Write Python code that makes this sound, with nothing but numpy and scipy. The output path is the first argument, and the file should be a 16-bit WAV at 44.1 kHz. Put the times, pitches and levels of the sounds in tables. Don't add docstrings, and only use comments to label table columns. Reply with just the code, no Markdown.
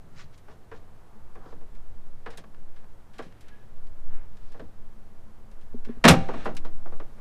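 import sys
import numpy as np
from scipy import signal
from scipy.fft import rfft, irfft
from scipy.io import wavfile

SR = 44100
rng = np.random.default_rng(int(sys.argv[2]) if len(sys.argv) > 2 else 0)


def file_out(sig):
    cols = np.atleast_2d(sig).T
    lim = np.clip(cols, -1, 1)
    pcm = np.round(lim * 32767).astype(np.int16)
    wavfile.write(sys.argv[1], SR, pcm)


N = 317851
TIME = np.arange(N) / SR


def from_db(db):
    return 10 ** (np.asarray(db) / 20)


def rms_one(x):
    return x / np.sqrt(np.mean(x ** 2) + 1e-20)


def at_hz(points, hz):
    frequencies, values = np.transpose(points)
    return np.interp(np.log(hz), np.log(frequencies), values)


def fade(t, ring_s):
    return np.exp(-np.log(1000) * t / ring_s)


def add(out, start_s, sound):
    at = int(start_s * SR)
    out[at:at + len(sound)] += sound[:N - at]


def cut(x, hz, kind, order=2):
    return signal.sosfilt(signal.butter(order, min(hz, SR * .45), kind, fs=SR, output="sos"), x)


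def resonance(x, hz, width_hz):
    r = np.exp(-np.pi * width_hz / SR)
    feedback = [1, -2 * r * np.cos(2 * np.pi * hz / SR), r * r]
    return signal.lfilter(np.array([1, 0, -1]) * (1 - r * r) / 2, feedback, x)


def waver(hz, shape=N):
    return rms_one(cut(rng.standard_normal(shape), hz, "low"))


def noise(colour):
    hz = np.arange(N // 2 + 1) * SR / N + 1e-9
    return rms_one(irfft(rfft(rng.standard_normal(N)) * from_db(at_hz(colour, hz)), N))


def noise_bands(shape):
    edges_hz = 45 * 2 ** (np.arange(18) / 2)
    white = rng.standard_normal((2, *shape))
    for k, (low, high) in enumerate(zip(edges_hz, edges_hz[1:])):
        band_filter = signal.butter(2, [low, high], "band", fs=SR, output="sos")
        yield np.sqrt(low * high), signal.sosfilt(band_filter, white[k % 2])


def traffic_and_leaves(boost_db=4.5):
    # time in seconds, level in dB before the boost.
    levels = [(0, -57.5), (3, -58), (5.3, -58), (7.2, -55.5)]
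    # frequency in Hz, relative level in dB.
    colour = [(50, 5), (110, 2.5), (220, -9), (400, -9), (650, -12), (950, -14), (1500, -19), (2500, -27.5),
              (5000, -33), (12000, -37), (15000, -40.5)]
    return from_db(boost_db + np.interp(TIME, *np.transpose(levels))) * noise(colour)


def machine_hum(hz=214.7, db=-62.5):
    return from_db(db) * waver(5.9) * np.sin(2 * np.pi * hz * TIME)


def breeze(calm_db=-39.5, boost_db=0.5):
    # time of the peak in seconds, level in dB before the boost, half length in seconds.
    gusts = [(1.85, -27.5, 0.42), (2.7, -36.5, 0.23), (4.2, -26, 0.48), (4.9, -31, 0.18), (5.8, -29, 0.38),
             (6.6, -22.5, 0.49)]
    # frequency in Hz, relative level of the rumble in dB.
    colour = [(1, -35), (4, 6), (8, 4), (14, -20), (25, -19), (45, -35.5), (100, -42.5), (250, -92)]
    swells = sum(from_db(db) * np.exp(-((TIME - s) / half_s) ** 2) for s, db, half_s in gusts)
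    return from_db(boost_db) * (from_db(calm_db) + swells) * noise(colour)


def house_echoes(x, near_db=-27, near_ring_s=0.53, far_db=-39.0, far_delay_s=0.31, far_spread_s=0.11):
    # frequency in Hz, relative level of the echo in dB.
    colour = [(80, -4.5), (300, -5), (1000, -5.5), (3000, -6.5), (7000, -12.5), (10000, -16), (15000, -38)]
    t = np.arange(SR) / SR
    near = fade(t, near_ring_s)
    far = np.exp(-((t - far_delay_s) / far_spread_s) ** 2)
    envelope = np.hypot(from_db(near_db) * near / np.linalg.norm(near),
                        from_db(far_db) * far / np.linalg.norm(far))
    return signal.fftconvolve(x, noise(colour)[:SR] * envelope)[:N]


def scuffs(grain_db=2.0, dull_hz=3000):
    # time of the peak in seconds, level in dB, half length in seconds, low and high edge in Hz.
    slides = [(0.174, -54, 0.21, 102, 162), (0.202, -50, 0.036, 1100, 6960), (0.2, -62, 0.033, 1320, 2620),
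              (0.345, -63.5, 0.018, 1700, 6460), (0.515, -65.5, 0.035, 1300, 7000),
              (0.762, -65, 0.035, 1720, 7000), (1.16, -67, 0.46, 806, 1020),
              (1.457, -55.5, 0.072, 830, 1100), (1.496, -69.5, 0.062, 3000, 7000),
              (3.486, -67.5, 0.22, 1300, 3350), (4.168, -57.5, 0.11, 258, 2120),
              (4.488, -68.5, 0.19, 1100, 5970)]
    grit = rng.standard_normal(N) * from_db(grain_db * waver(400))
    grit = cut(grit, dull_hz, "low", order=1)
    out = np.zeros(N)
    for s, db, half_s, low_hz, high_hz in slides:
        swell = np.exp(1 - np.hypot(1, 2 * (TIME - s) / half_s))
        band = cut(cut(grit, low_hz, "high", order=4), high_hz, "low", order=4)
        out += from_db(db) * swell * rms_one(band)
    return out


def squeak(start_s=3.51, db=-53.5, hz=1650, rise_hz_per_s=480, roughness=0.022, second_db=-5):
    t, out = np.arange(SR // 4) / SR, np.zeros(N)
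    pitch = (hz + rise_hz_per_s * t) * (1 + roughness * waver(146, (2, len(t))))
    first, second = np.sin(2 * np.pi * np.cumsum(pitch, axis=1) / SR)
    envelope = (1 - np.exp(-t / 0.011)) * fade(t, ring_s=.36)
    add(out, start_s, from_db(db) * envelope * (first + from_db(second_db) * second))
    return out


def panel_thumps(rise_s=0.002):
    # start in seconds, level in dB.
    pushes = [(5.743, -28.5), (5.871, -34.5), (5.893, -24.5), (5.97, -39), (6.050, -3.5)]
    # pitch in Hz, relative level in dB, ring time in seconds.
    notes = [(238, 0.0057, 0.1), (408, 0.028, 0.042)]
    t, out = np.arange(SR // 4) / SR, np.zeros(N)
    thump = sum(from_db(db) * np.sin(2 * np.pi * hz * t) * fade(t, ring_s) for hz, db, ring_s in notes)
    thump *= 1 - np.exp(-t / rise_s)
    for start_s, db in pushes:
        add(out, start_s, from_db(db) * thump)
    return out


def shell_rings(ring_factors, notes_db=-24.5, click_db=6, build_s=0.0015):
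    # frequency in Hz, relative level in dB.
    wash_colour = [(60, 19.5), (150, 13.5), (400, 6.5), (900, 2), (1800, -1), (3500, -7), (7000, -12.5),
                   (11000, -9.5), (15000, -14)]
    # frequency in Hz, the wash's ring time in seconds before the ring factor.
    wash_times = [(60, 0.43), (250, 0.2), (700, 0.14), (2000, .11), (6000, 0.1), (15000, 0.041)]
    # pitch in Hz, relative level in dB, ring time in seconds before the ring factor.
    clear_notes = [(93, 3.5, .4), (135, -1.5, 0.36), (167, 3.5, 0.48), (202, -5.5, 0.36),
                   (251.3, 5.5, 0.36), (240, -5.5, .18), (304.5, -2.5, 0.57), (353, -2, 0.12),
                   (451.6, 3, 0.2), (531, -4.5, 0.23), (611, -2, 0.19), (671, 0.5, 0.23), (778.5, -3, 0.35),
                   (922, -1.5, 0.13), (1150, 4.5, 0.12), (1408, -6.5, 0.12), (1434, -4.5, 0.15),
                   (1568, -2, 0.11), (1940, -7.5, 0.11), (2336, -8.5, 0.096), (2470, -7.5, 0.18),
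                   (3200, -4, 0.099), (3685, -5.5, 0.066)]
    t, shape = np.arange(SR // 3) / SR, ring_factors.shape
    out = np.zeros((len(ring_factors), len(t)))
    for hz, band in noise_bands(out.shape):
        build = 1 - np.exp(-t / (build_s * np.sqrt(1000 / hz)))
        envelope = build * fade(t, ring_factors * at_hz(wash_times, hz))
        out += from_db(at_hz(wash_colour, hz)) * envelope * band
    for hz, db, ring_s in clear_notes:
        strength = from_db(notes_db + db + rng.normal(0, 2.3, shape)) * rng.choice([-1, 1], shape)
        out += strength * np.sin(2 * np.pi * hz * t) * fade(t, ring_factors * ring_s)
    out[:, 0] += from_db(click_db)
    return out


def contact(ring, pitch_hz, spread, rattle_db=-26, rattle_top_hz=9000):
    low_hz, high_hz = pitch_hz / spread, pitch_hz * spread
    ring = cut(ring, low_hz, "high")
    rattle = cut(cut(ring, high_hz, "high"), rattle_top_hz, "low")
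    return cut(ring, high_hz, "low") - from_db(rattle_db) * rattle


def strike(hits, spread, release_s=6.03):
    # pitch in Hz, width in Hz, relative level in dB.
    hollows = [(462.4, 38, 3), (1090, 40, -8), (1680, 160, 0)]
    rings = shell_rings(np.array(hits)[:, 3:])
    out = np.zeros(N)
    for (start_s, db, pitch_hz, _), ring in zip(hits, rings):
        sound = contact(ring, pitch_hz, spread)
        if start_s < release_s:
            sound += sum(from_db(gain_db) * resonance(sound, hz, width) for hz, width, gain_db in hollows)
        add(out, start_s, from_db(db) * sound / np.std(sound[:SR // 50]))
    return out


def clip_ticks():
    # start in seconds, level in dB, pitch in Hz, ring factor.
    hits = [(.378, -64, 5170, .9), (1.352, -67.5, 3400, 0.62), (1.75, -64.5, 3850, 1.1),
            (2.304, -55, 3470, 1.9), (2.374, -48.5, 5060, 1.04), (2.76, -61, 2400, 2.2),
            (3.135, -61, 3700, 4), (3.183, -50, 3260, 1.3), (3.223, -55.5, 3420, 2.7),
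            (3.324, -64, 2180, 0.27), (3.408, -61.5, 5770, 1.5), (3.484, -59.5, 3350, 0.54),
            (3.869, -67, 3500, 0.51), (4.37, -64.5, 3840, 0.44), (4.52, -62, 4000, 0.91),
            (4.596, -55, 1980, 0.65), (5.514, -66.5, 4400, .8), (5.612, -67, 4000, 0.87),
            (5.848, -53.5, 3100, 0.87), (5.884, -56, 1500, 3.9), (6.107, -31.5, 6380, 1.54),
            (6.447, -56.5, 4750, 2), (6.55, -61, 6300, 0.64), (6.568, -44, 3700, 0.55),
            (6.648, -55, 3000, 1.1)]
    return strike(hits, spread=1.9)


def shell_knocks():
    # start in seconds, level in dB, pitch in Hz, ring factor.
    hits = [(.481, -51, 730, 1.9), (.715, -43, 856, 1.5), (1.354, -48.5, 630, 1.2),
            (1.457, -48.5, 430, 1.2), (1.522, -48, 523, 0.66), (1.557, -55, 320, 0.76),
            (1.609, -52.5, 370, 0.77), (2.261, -38.5, 960, 1.15), (2.334, -54.5, 1400, 0.84),
            (2.38, -49, 520, 0.69), (2.44, -53, 1000, 0.35), (2.546, -59, 1090, 0.12),
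            (2.843, -61.5, 925, 0.099), (3.19, -37, 870, 0.54), (3.201, -41.5, 564, 0.75),
            (3.254, -49.5, 165, .6), (4.544, -48, 570, 1.7), (4.595, -43, 434, 0.74),
            (4.617, -46, 243, 0.67), (6.099, -18.5, 310, 1.1), (6.107, -22.5, 1150, 1.17),
            (6.138, -26.5, 963, 0.64), (6.287, -30, 635, 1.1), (6.337, -36, 506, 0.91),
            (6.456, -28.5, 670, 1.32), (6.477, -43.5, 270, 1.9), (6.648, -42.5, 720, 1.04),
            (6.856, -43.5, 594, 1.3), (6.921, -45.5, 658, 1), (6.998, -42.5, 698, 1.07),
            (7.179, -55.5, 642, 1.85)]
    return strike(hits, spread=1.95)


def cracks(snap_pitch_ratio=2.38):
    # start in seconds, level in dB, tearing time in seconds, the tear's pitch in Hz,
    # its ring factor, snap and boom levels in dB relative to the tear, boom pitch in Hz.
    catches = [(6.041, -14, .011, 1290, 1.96, -10.5, 5.5, 800), (6.079, -12, .005, 1714, 0.99, -1, 0, 371)]
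    tears, snaps, booms = [], [], []
    for start_s, db, tear_s, hz, ring_factor, snap_db, boom_db, boom_hz in catches:
        tears.append((start_s, db, hz, ring_factor))
        snaps.append((start_s + tear_s, db + snap_db, hz * snap_pitch_ratio, 1.0))
        booms.append((start_s + tear_s, db + boom_db, boom_hz, .55))
    return strike(tears, spread=2.8) + strike(snaps, spread=2.16) + strike(booms, spread=3.0)


def scene():
    work = cracks() + shell_knocks() + clip_ticks() + panel_thumps() + scuffs() + squeak()
    return (work + house_echoes(work) + machine_hum() + traffic_and_leaves() + breeze())[None]


def record(dry, top_hz=16400, ceiling=.8):
    treble_cut = signal.cheby2(14, 70, top_hz, fs=SR, output="sos")
    heard = signal.sosfilt(treble_cut, dry)
    rounded = heard / (1 + (heard / ceiling) ** 4) ** .25
    return signal.sosfilt(treble_cut, rounded)


dry = scene()
out = record(dry)
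file_out(out)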